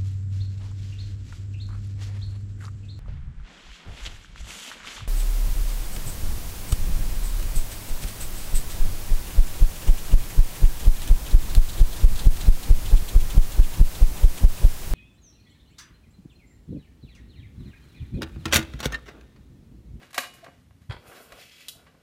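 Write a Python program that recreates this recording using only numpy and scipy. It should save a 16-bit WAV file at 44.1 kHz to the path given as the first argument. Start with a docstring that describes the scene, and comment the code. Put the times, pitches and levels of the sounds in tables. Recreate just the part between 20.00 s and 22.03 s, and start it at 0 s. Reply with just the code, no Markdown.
"""Loose plastic clacks and rattles close to the microphone as a big tape runner is swung over a craft table.
It lands on paper on a cutting mat with a low knock, is drawn along while the tape unrolls, and lifts off with
a sharp snap. Blows are bursts of tiny impacts coloured by resonances; rubbing is a dense rain of random grains.
A small room rings briefly, the table knocks and rumbles faintly under the hands, and the air hisses softly."""
import sys
import numpy as np
from scipy import signal
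from scipy.fft import rfft, irfft
from scipy.io import wavfile
from scipy.ndimage import uniform_filter1d

SR = 44100
rng = np.random.default_rng(int(sys.argv[2]) if len(sys.argv) > 2 else 0)


def wav_record(signal):
    """Record a signal, one row per channel, as 16-bit PCM in the file named by sys.argv[1]."""
    frames = np.transpose(np.atleast_2d(signal))
    bounded = np.clip(frames, -1, 1)
    # unit amplitude maps onto the largest positive 16-bit level
    quanta = np.round(bounded * 32767).astype(np.int16)
    wavfile.write(sys.argv[1], SR, quanta)


N = 89390


def case():
    """The loose plastic case clacks and scrapes: a hollow crack and a thin lingering ring."""
    # Clacks and short scrapes of the case. Each row: start in seconds, level in dB, rise of the push in
    # seconds, its t60 in seconds, tilt in dB per octave, frequency in Hz above which it is dull.
    clacks = [(.013, -52, 0.00334, 0.039, -5.5, 2000), (.0312, -50.5, 0.00085, 0.024, 3, 2300),
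              (.106, -54.5, 0.00061, 0.046, 2, 11000), (.114, -67, .0005, 0.023, 8, 14000),
              (.1305, -47, 0.0002, 0.062, 2, 12000), (.142, -35.5, 0.0033, 0.13, 3.5, 10300),
              (.1775, -20, 0.0036, 0.063, 0.5, 16040), (.197, -37, 0.0064, 0.12, 7, 16000),
              (.232, -36.5, 0.0051, 0.15, 1, 7000), (.337, -51, 0.0021, 0.22, 6, 14000),
              (.383, -59.5, 0.0028, 0.071, 1, 9070), (.4415, -48, 0.0027, 0.066, 1, 7200),
              (.4615, -44.5, 0.0029, .06, -3, 2600), (.480, -47, 0.0023, .07, -7, 2800),
              (.707, -61, 0.0021, 0.029, -4, 5130), (.809, -62, 0.012, .25, 2, 9000),
              (1.030, -75, 0.0019, 0.024, 0, 9000), (1.112, -47.5, 0.0062, .13, 2, 2070),
              (1.163, -50, 0.0051, .12, 2.5, 3500), (1.300, -62, 0.0013, 0.037, -6, 12200),
              (1.3212, -44, 0.0011, 0.042, -0.5, 12100), (1.607, -57.5, 0.00024, .008, 5, 12000),
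              (1.860, -53, 0.0096, .1, 0, 3530), (1.944, -56, .005, .08, -10, 6000)]
    # Contact noise. Each row: frequency in Hz, density in dB per Hz.
    crack = [(150, -11.5), (400, -3.5), (800, -2), (1400, 0), (2300, 1.5), (3500, -2), (5500, -7),
             (8000, -8), (12500, -9), (15000, -14.5)]
    # Damped resonances of the case. Each row: frequency in Hz, width in Hz, lift over the contact noise in dB.
    hollow = [(260.6, 17, 12.5), (544, 18, 13.5), (722, 60, 13.5), (1139, 95, 13), (1622, 68, 12.5),
              (1934, 50, 10), (2206, 36, 6.5), (2360, 110, 3), (2804, 37, 7), (3925, 61, 9),
              (4430, 92, 4.5), (5140, 53, 6), (6550, 100, 4), (7260, 110, 2)]
    # Lingering modes of the reels and lid. Each row: frequency in Hz, relative level in dB, t60 in seconds.
    reel_and_lid = [(253, -17, 0.31), (540, -27, 0.25), (696, 4.5, 0.49), (757, -13, 0.65),
                    (1074, -3, 0.88), (1150, -2, 0.13), (1580, 2, 0.38), (1890, -17, 0.53), (2167, 4, 0.34),
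                    (2431, 2, 0.53), (2910, 8.5, 0.46), (2943, 8.5, 0.26), (3704, -7, 0.66),
                    (3935, -17, .35)]
    return strikes(clacks, colour(crack, hollow), modes(reel_and_lid), ring_db=-16)


def creaks():
    """Plastic slips on plastic in the grip and sings briefly at a rough, low pitch."""
    # Short creaks. Each row: start in seconds, level in dB, length in seconds, pitch in Hz.
    grip_creaks = [(0.16, -43.5, 0.018, 700), (0.231, -44.5, 0.043, 725), (0.427, -43.5, 0.024, 675),
                   (1.383, -53.5, 0.011, 659.4), (1.75, -59, 0.015, 665)]
    roughness = 0.37  # spread of the slow chance in the swell
    t, out = clock(), np.zeros(N)
    for start, db, length, hz in grip_creaks:
        swell = np.sin(np.pi * np.clip((t - start) / length, 0, 1))
        rough_swell = swell * (1 + roughness * walk(400))
        out += blow(rough_swell * np.sin(2 * np.pi * hz * t), db)
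    return out


def slaps():
    """The head slaps down on the paper: bursts of contact through the resonances of the pressed head."""
    # Slaps. Each row: start in seconds, level in dB, rise of the push in seconds, its t60 in seconds,
    # tilt in dB per octave, frequency in Hz above which it is dull.
    landings = [(.896, -42.5, 0.0015, 0.24, 0.5, 9260), (.9062, -37.5, .003, 0.097, 3, 2600),
                (.920, -40.5, 0.0013, 0.062, .5, 8900), (.936, -44, .002, 0.091, -1.5, 3000),
                (.963, -47.5, .003, 0.072, -0.5, 4000)]
    # Noise of the landing. Each row: frequency in Hz, density in dB per Hz.
    paper_noise = [(200, -3.5), (620, -3.5), (850, -7), (1250, -9), (1800, -4.5), (2400, -9), (2750, -19),
                   (3400, -16.5), (4600, -12), (6000, -29), (8500, -24), (15000, -36)]
    # Resonances of the pressed head. Each row: frequency in Hz, width in Hz, lift over the noise in dB.
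    head = [(955, 70, 9.5), (1025, 70, 4.5), (1490, 74, 3.5), (3240, 190, 12.5)]
    return strikes(landings, colour(paper_noise, head))


def stroke():
    """The roller grinds over the mat, the tape peels from its liner and the head slides on the paper."""
    # Course of the stroke. Each row: time in seconds, then the levels in dB, before the trims below,
    # of the low mids (roller), the upper mids (tape) and the treble (paper).
    course = np.array([(.8, -94, -95, -81), (1.0, -62.5, -65, -76), (1.055, -56, -63, -67.5),
                       (1.08, -54.5, -55, -56), (1.126, -53, -59, -61.5), (1.17, -53, -49, -58.5),
                       (1.2, -49.5, -54, -61), (1.23, -56, -59, -56), (1.29, -60, -60.5, -65.5),
                       (1.335, -50, -55.5, -65), (1.365, -56, -55, -62), (1.41, -58, -44.5, -58.5),
                       (1.464, -66.5, -52.5, -65), (1.534, -69.5, -53.5, -68), (1.62, -70, -49.5, -62.5),
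                       (1.68, -70, -54.5, -66), (1.71, -68, -76, -53.5), (1.8, -61.5, -66, -73.5),
                       (1.92, -68, -72, -80.5)])
    # Spectra of roller on mat, peeling tape and sliding paper. Each row: frequency in Hz, density in dB per Hz.
    roll_spectrum = [(120, -16), (230, -3.5), (340, -3.5), (450, 0), (680, -1), (830, -10), (1100, -6.5),
                     (1320, -6), (1600, -7), (2400, -16.5), (6000, -38.5)]
    peel_spectrum = [(700, -34), (1400, -13), (1850, -2), (2700, -0.5), (3600, -5), (4500, -6.5),
                     (6000, -11), (12000, -24)]
    slide_spectrum = [(2000, -31), (4500, -10.5), (6500, -4.5), (9000, -0.5), (12500, -1), (15500, -5.5)]
    roll_db, peel_db, slide_db = 0, -3.5, -0.5  # trims
    roll_grains = grains(per_s=2500, spread_db=2.2, flutter_db=0.95)
    peel_grains = grains(per_s=4000, spread_db=1.4, flutter_db=0.83)
    slide_grains = grains(per_s=16000, spread_db=1.6, flutter_db=0.6)
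    roll = amp(roll_db) * steady(roll_grains, roll_spectrum, course[:, [0, 1]])
    peel = amp(peel_db) * steady(peel_grains, peel_spectrum, course[:, [0, 2]])
    slide = amp(slide_db) * steady(slide_grains, slide_spectrum, course[:, [0, 3]])
    return roll + peel + slide


def snaps():
    """The tape snaps free and the reel settles: bright bursts through the resonances of the tape reel."""
    # Snaps. Each row: start in seconds, level in dB, rise of the push in seconds, its t60 in seconds,
    # tilt in dB per octave, frequency in Hz above which it is dull.
    releases = [(1.6842, -38.5, 0.00018, 0.0034, 0.5, 12100), (1.685, -38, 0.0014, 0.056, -0.5, 15000),
                (1.692, -43.5, 0.0016, 0.059, 5, 13900)]
    # Noise of the snap. Each row: frequency in Hz, density in dB per Hz.
    snap_noise = [(200, -19), (700, -21), (1800, -8), (2300, -12), (2800, 0.5), (3500, -1.5), (4800, -1),
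                  (7500, -5), (10000, -3), (13000, -3.5), (15500, -11)]
    # Resonances of the tape reel. Each row: frequency in Hz, width in Hz, lift over the noise in dB.
    reel = [(3030, 140, 1), (3370, 170, 4), (3920, 190, 5)]
    return strikes(releases, colour(snap_noise, reel))


def grip():
    """The hand rustles on the case: grains of friction, dull and uneven."""
    # Course of the rustle. Each row: time in seconds, level in dB.
    handling = [(0, -58), (.04, -53.5), (.09, -60), (.13, -62.5), (.3, -60), (.4, -59.5), (.5, -64),
                (.56, -66), (.7, -78)]
    # Spectrum of the rustle. Each row: frequency in Hz, density in dB per Hz.
    rustle = [(100, -19), (180, -2.5), (500, -7), (900, -12.5), (1900, -8.5), (4000, -16.5), (8000, -24.5),
              (15000, -31)]
    return steady(grains(per_s=3100, spread_db=2.7, flutter_db=0.8), rustle, handling)


def table_top():
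    """Soft knocks flex the table briefly and leave it ringing; the hands keep it rumbling."""
    # Knocks. Each row: centre in seconds, level in dB, half length of the swell in seconds, frequency in Hz.
    table_knocks = [(.566, -53.5, 0.0082, 90), (.590, -56, 0.0066, 91.4), (0.623, -64, 0.007, 90),
                    (0.671, -53.5, .01, 81), (.714, -47.5, .006, 86.5), (0.752, -51, 0.0075, 91),
                    (.821, -48.5, 0.0069, 90), (0.848, -55, 0.006, 90), (.9025, -26, .0052, 103),
                    (0.923, -39.5, .008, 60), (0.964, -44.5, 0.0051, 75), (0.994, -49, 0.0039, 99),
                    (1.088, -50.5, 0.0037, 105), (1.338, -52.5, 0.014, 48), (1.765, -52, 0.0031, 106),
                    (1.858, -56, 0.0087, 75)]
    # Modes of the table. Each row: frequency in Hz, relative level in dB, t60 in seconds.
    table_modes = [(44, -1, 0.35), (72, -19.5, 0.19), (125.6, -3, 0.31)]
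    # Spectrum of the rumble. Each row: frequency in Hz, density in dB per Hz.
    rumble_spectrum = [(20, -23), (45, -1), (73, 2.5), (110, 0), (165, 2), (200, -9.5), (250, -1),
                       (330, -15.5), (700, -41)]
    # Course of the rumble. Each row: time in seconds, level in dB.
    rumble_course = [(0, -66.5), (.3, -61), (.38, -59.5), (.8, -60.5), (1.0, -60), (1.2, -66.5),
                     (1.38, -60.5), (1.6, -68.5), (1.8, -61), (2.03, -65.5)]
    ring_db = -20  # energy of the ring against all the knocks
    t, knocks = clock(), np.zeros(N)
    for centre, db, half, hz in table_knocks:
        swell = np.exp(-.5 * ((t - centre) / half) ** 2)
        knocks += blow(-np.sin(2 * np.pi * hz * (t - centre)) * swell, db)
    ring = unit(through(knocks, modes(table_modes))) * np.sqrt(np.sum(knocks ** 2))
    rumble = steady(rng.standard_normal(N), rumble_spectrum, rumble_course)
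    return knocks + amp(ring_db) * ring + rumble


def air_noise():
    """Faint constant noise of the air, weighted to the lows."""
    # Spectrum of the air. Each row: frequency in Hz, density in dB per Hz.
    air_spectrum = [(150, -3.5), (250, -1), (400, -11.5), (800, -16.5), (1600, -18), (4000, -23),
                    (9000, -29), (15000, -41)]
    air_db = -67
    return through(rng.standard_normal(N), colour(air_spectrum)) * amp(air_db)


def reflections(x, count=7):
    """The table top and nearby things throw the sound back within a few milliseconds."""
    level_db, nearest_s, farthest_s = -7.5, .0004, .004
    taps = np.zeros(N)
    for place, sign in rng.random((count, 2)):
        delay = nearest_s + place * (farthest_s - nearest_s)
        taps[int(SR * delay)] += np.sign(sign - .5)
    return x + amp(level_db) * through(x, unit(taps))


def room(x):
    """Diffuse tail of a small room: noise whose bands each die at their own pace."""
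    # Decay of the room. Each row: frequency in Hz, t60 in seconds.
    room_decay = [(100, 0.33), (500, 0.35), (1500, 0.22), (4000, 0.34), (9000, 0.32), (15000, 0.23)]
    level_db, build_s, low_hz = -9.5, 0.0079, 258  # the tail is thin below low_hz
    t, (hz, t60) = clock(), np.array(room_decay).T
    f = np.fft.rfftfreq(N, 1 / SR) + 1
    noise = rfft(rng.standard_normal(N)) * f ** 2 / (f ** 2 + low_hz ** 2)
    tail = np.zeros(N)
    for share, decay in zip(np.eye(len(hz)), t60):
        # neighbouring bands cross-fade over log frequency
        band = irfft(noise * np.interp(np.log(f), np.log(hz), share), N)
        tail += band * np.exp(-np.log(1000) * t / decay)
    tail *= 1 - np.exp(-t / build_s)
    return x + amp(level_db) * through(x, unit(tail))


def strikes(table, body, ring=None, ring_db=0):
    """Each contact chatters against a body and may leave its modes ringing."""
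    out, hz = np.zeros(2 * N), np.geomspace(100, 20000, 16)
    for start, db, rise, t60, tilt_db, dull_hz in table:
        dulling_db = 10 * np.log10(1 + (hz / dull_hz) ** 4)
        softness = colour(np.c_[hz, tilt_db * np.log2(hz) - dulling_db])
        contact = through(chatter(rise, t60), softness)
        hit, at = blow(through(contact, body), db), int(start * SR)
        out[at:at + len(hit)] += hit
        if ring is not None:
            at += int(rise * SR)  # the ring starts when the push is full
            out[at:at + N] += blow(through(ring, softness), db + ring_db)
    return out[:N]


def chatter(rise, t60, size=16384):
    """A burst of tiny impacts that swells and dies, about equally strong at all frequencies."""
    age = np.arange(size) / SR
    push = np.minimum(age / rise, 1) * np.exp(-np.log(1000) * np.maximum(age - rise, 0) / t60)
    spectrum = rfft(push * rng.standard_normal(size))
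    flat = irfft(spectrum / (np.abs(spectrum) + 1e-12))
    return unit(flat * np.sqrt(np.sqrt(push)))  # flattening smears the burst, so it is shaped once more


def grains(per_s, spread_db, flutter_db):
    """Dense tiny slips of uneven size, at random moments and of either sign."""
    uneven_db = spread_db * np.minimum(rng.exponential(size=N), 5)
    size = amp(uneven_db + flutter_db * walk(70))
    return (rng.random(N) < per_s / SR) * rng.choice([-1, 1], N) * size


def steady(source, spectrum, curve):
    """A coloured source that follows a curve of (seconds, dB)."""
    x = through(source, colour(spectrum))
    return x / x.std() * amp(np.interp(clock(), *np.array(curve, float).T))


def colour(points, peaks=(), size=4096):
    """Causal response of a spectrum of (Hz, dB) points with (Hz, width, dB) resonances on top."""
    hz, db = np.array(points, float).T
    f = np.maximum(np.fft.rfftfreq(size, 1 / SR), 1)
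    gain = amp(np.interp(np.log(f), np.log(hz), db))
    gain = gain * np.minimum(f / hz[0], 1) ** 2  # falls away below the first point
    power = 1
    for centre, width, lift in peaks:
        power = power + amp(lift) ** 2 / (1 + (2 * (f - centre) / width) ** 2)
    gain = gain * np.sqrt(power)
    # folding the cepstrum gives minimum phase: the response starts at once
    cepstrum = irfft(np.log(gain))
    cepstrum[1:size // 2] *= 2
    cepstrum[size // 2 + 1:] = 0
    return unit(irfft(np.exp(rfft(cepstrum))))


def modes(table):
    """Decaying sines of (Hz, dB, t60) modes, each from a random phase."""
    t, out = clock(), np.zeros(N)
    for hz, db, t60 in table:
        sine = np.sin(2 * np.pi * (hz * t + rng.random()))
        out += amp(db) * sine * np.exp(-np.log(1000) * t / t60)
    return unit(out)


def walk(rate):
    """Smoothed random steps, rate per second, with a spread of one."""
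    k = int(SR / rate)
    steps = np.repeat(rng.standard_normal(N // k + 1), k)
    w = uniform_filter1d(steps, k)[:N]
    return w / w.std()


def through(x, response):
    """Pass a sound through a body or room."""
    return signal.fftconvolve(x, response)[:N]


def blow(x, db):
    """Set the level of a short sound: its energy as if spread over 10 ms."""
    spread_s = .01
    return unit(x) * np.sqrt(spread_s * SR) * amp(db)


def unit(x):
    """Scale to an energy of one."""
    return x / np.sqrt(np.sum(x ** 2) + 1e-30)


def amp(db):
    """Decibels to gain."""
    return 10 ** (np.asarray(db) / 20)


def clock():
    """Time of every sample in seconds."""
    return np.arange(N) / SR


def scene():
    """Runner in the room, table knocks and rumble straight to the microphone, over faint air noise."""
    head = slaps() + stroke() + snaps()
    runner = case() + creaks() + reflections(head) + grip()
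    return (room(runner) + table_top() + air_noise())[None]


def record(dry):
    """The recorder cuts the top steeply above 15.25 kHz."""
    low_pass = signal.ellip(10, .2, 80, 15250, fs=SR, output="sos")  # order, ripple dB, stop dB, Hz
    return signal.sosfilt(low_pass, dry)


dry = scene()
out = record(dry)
wav_record(out)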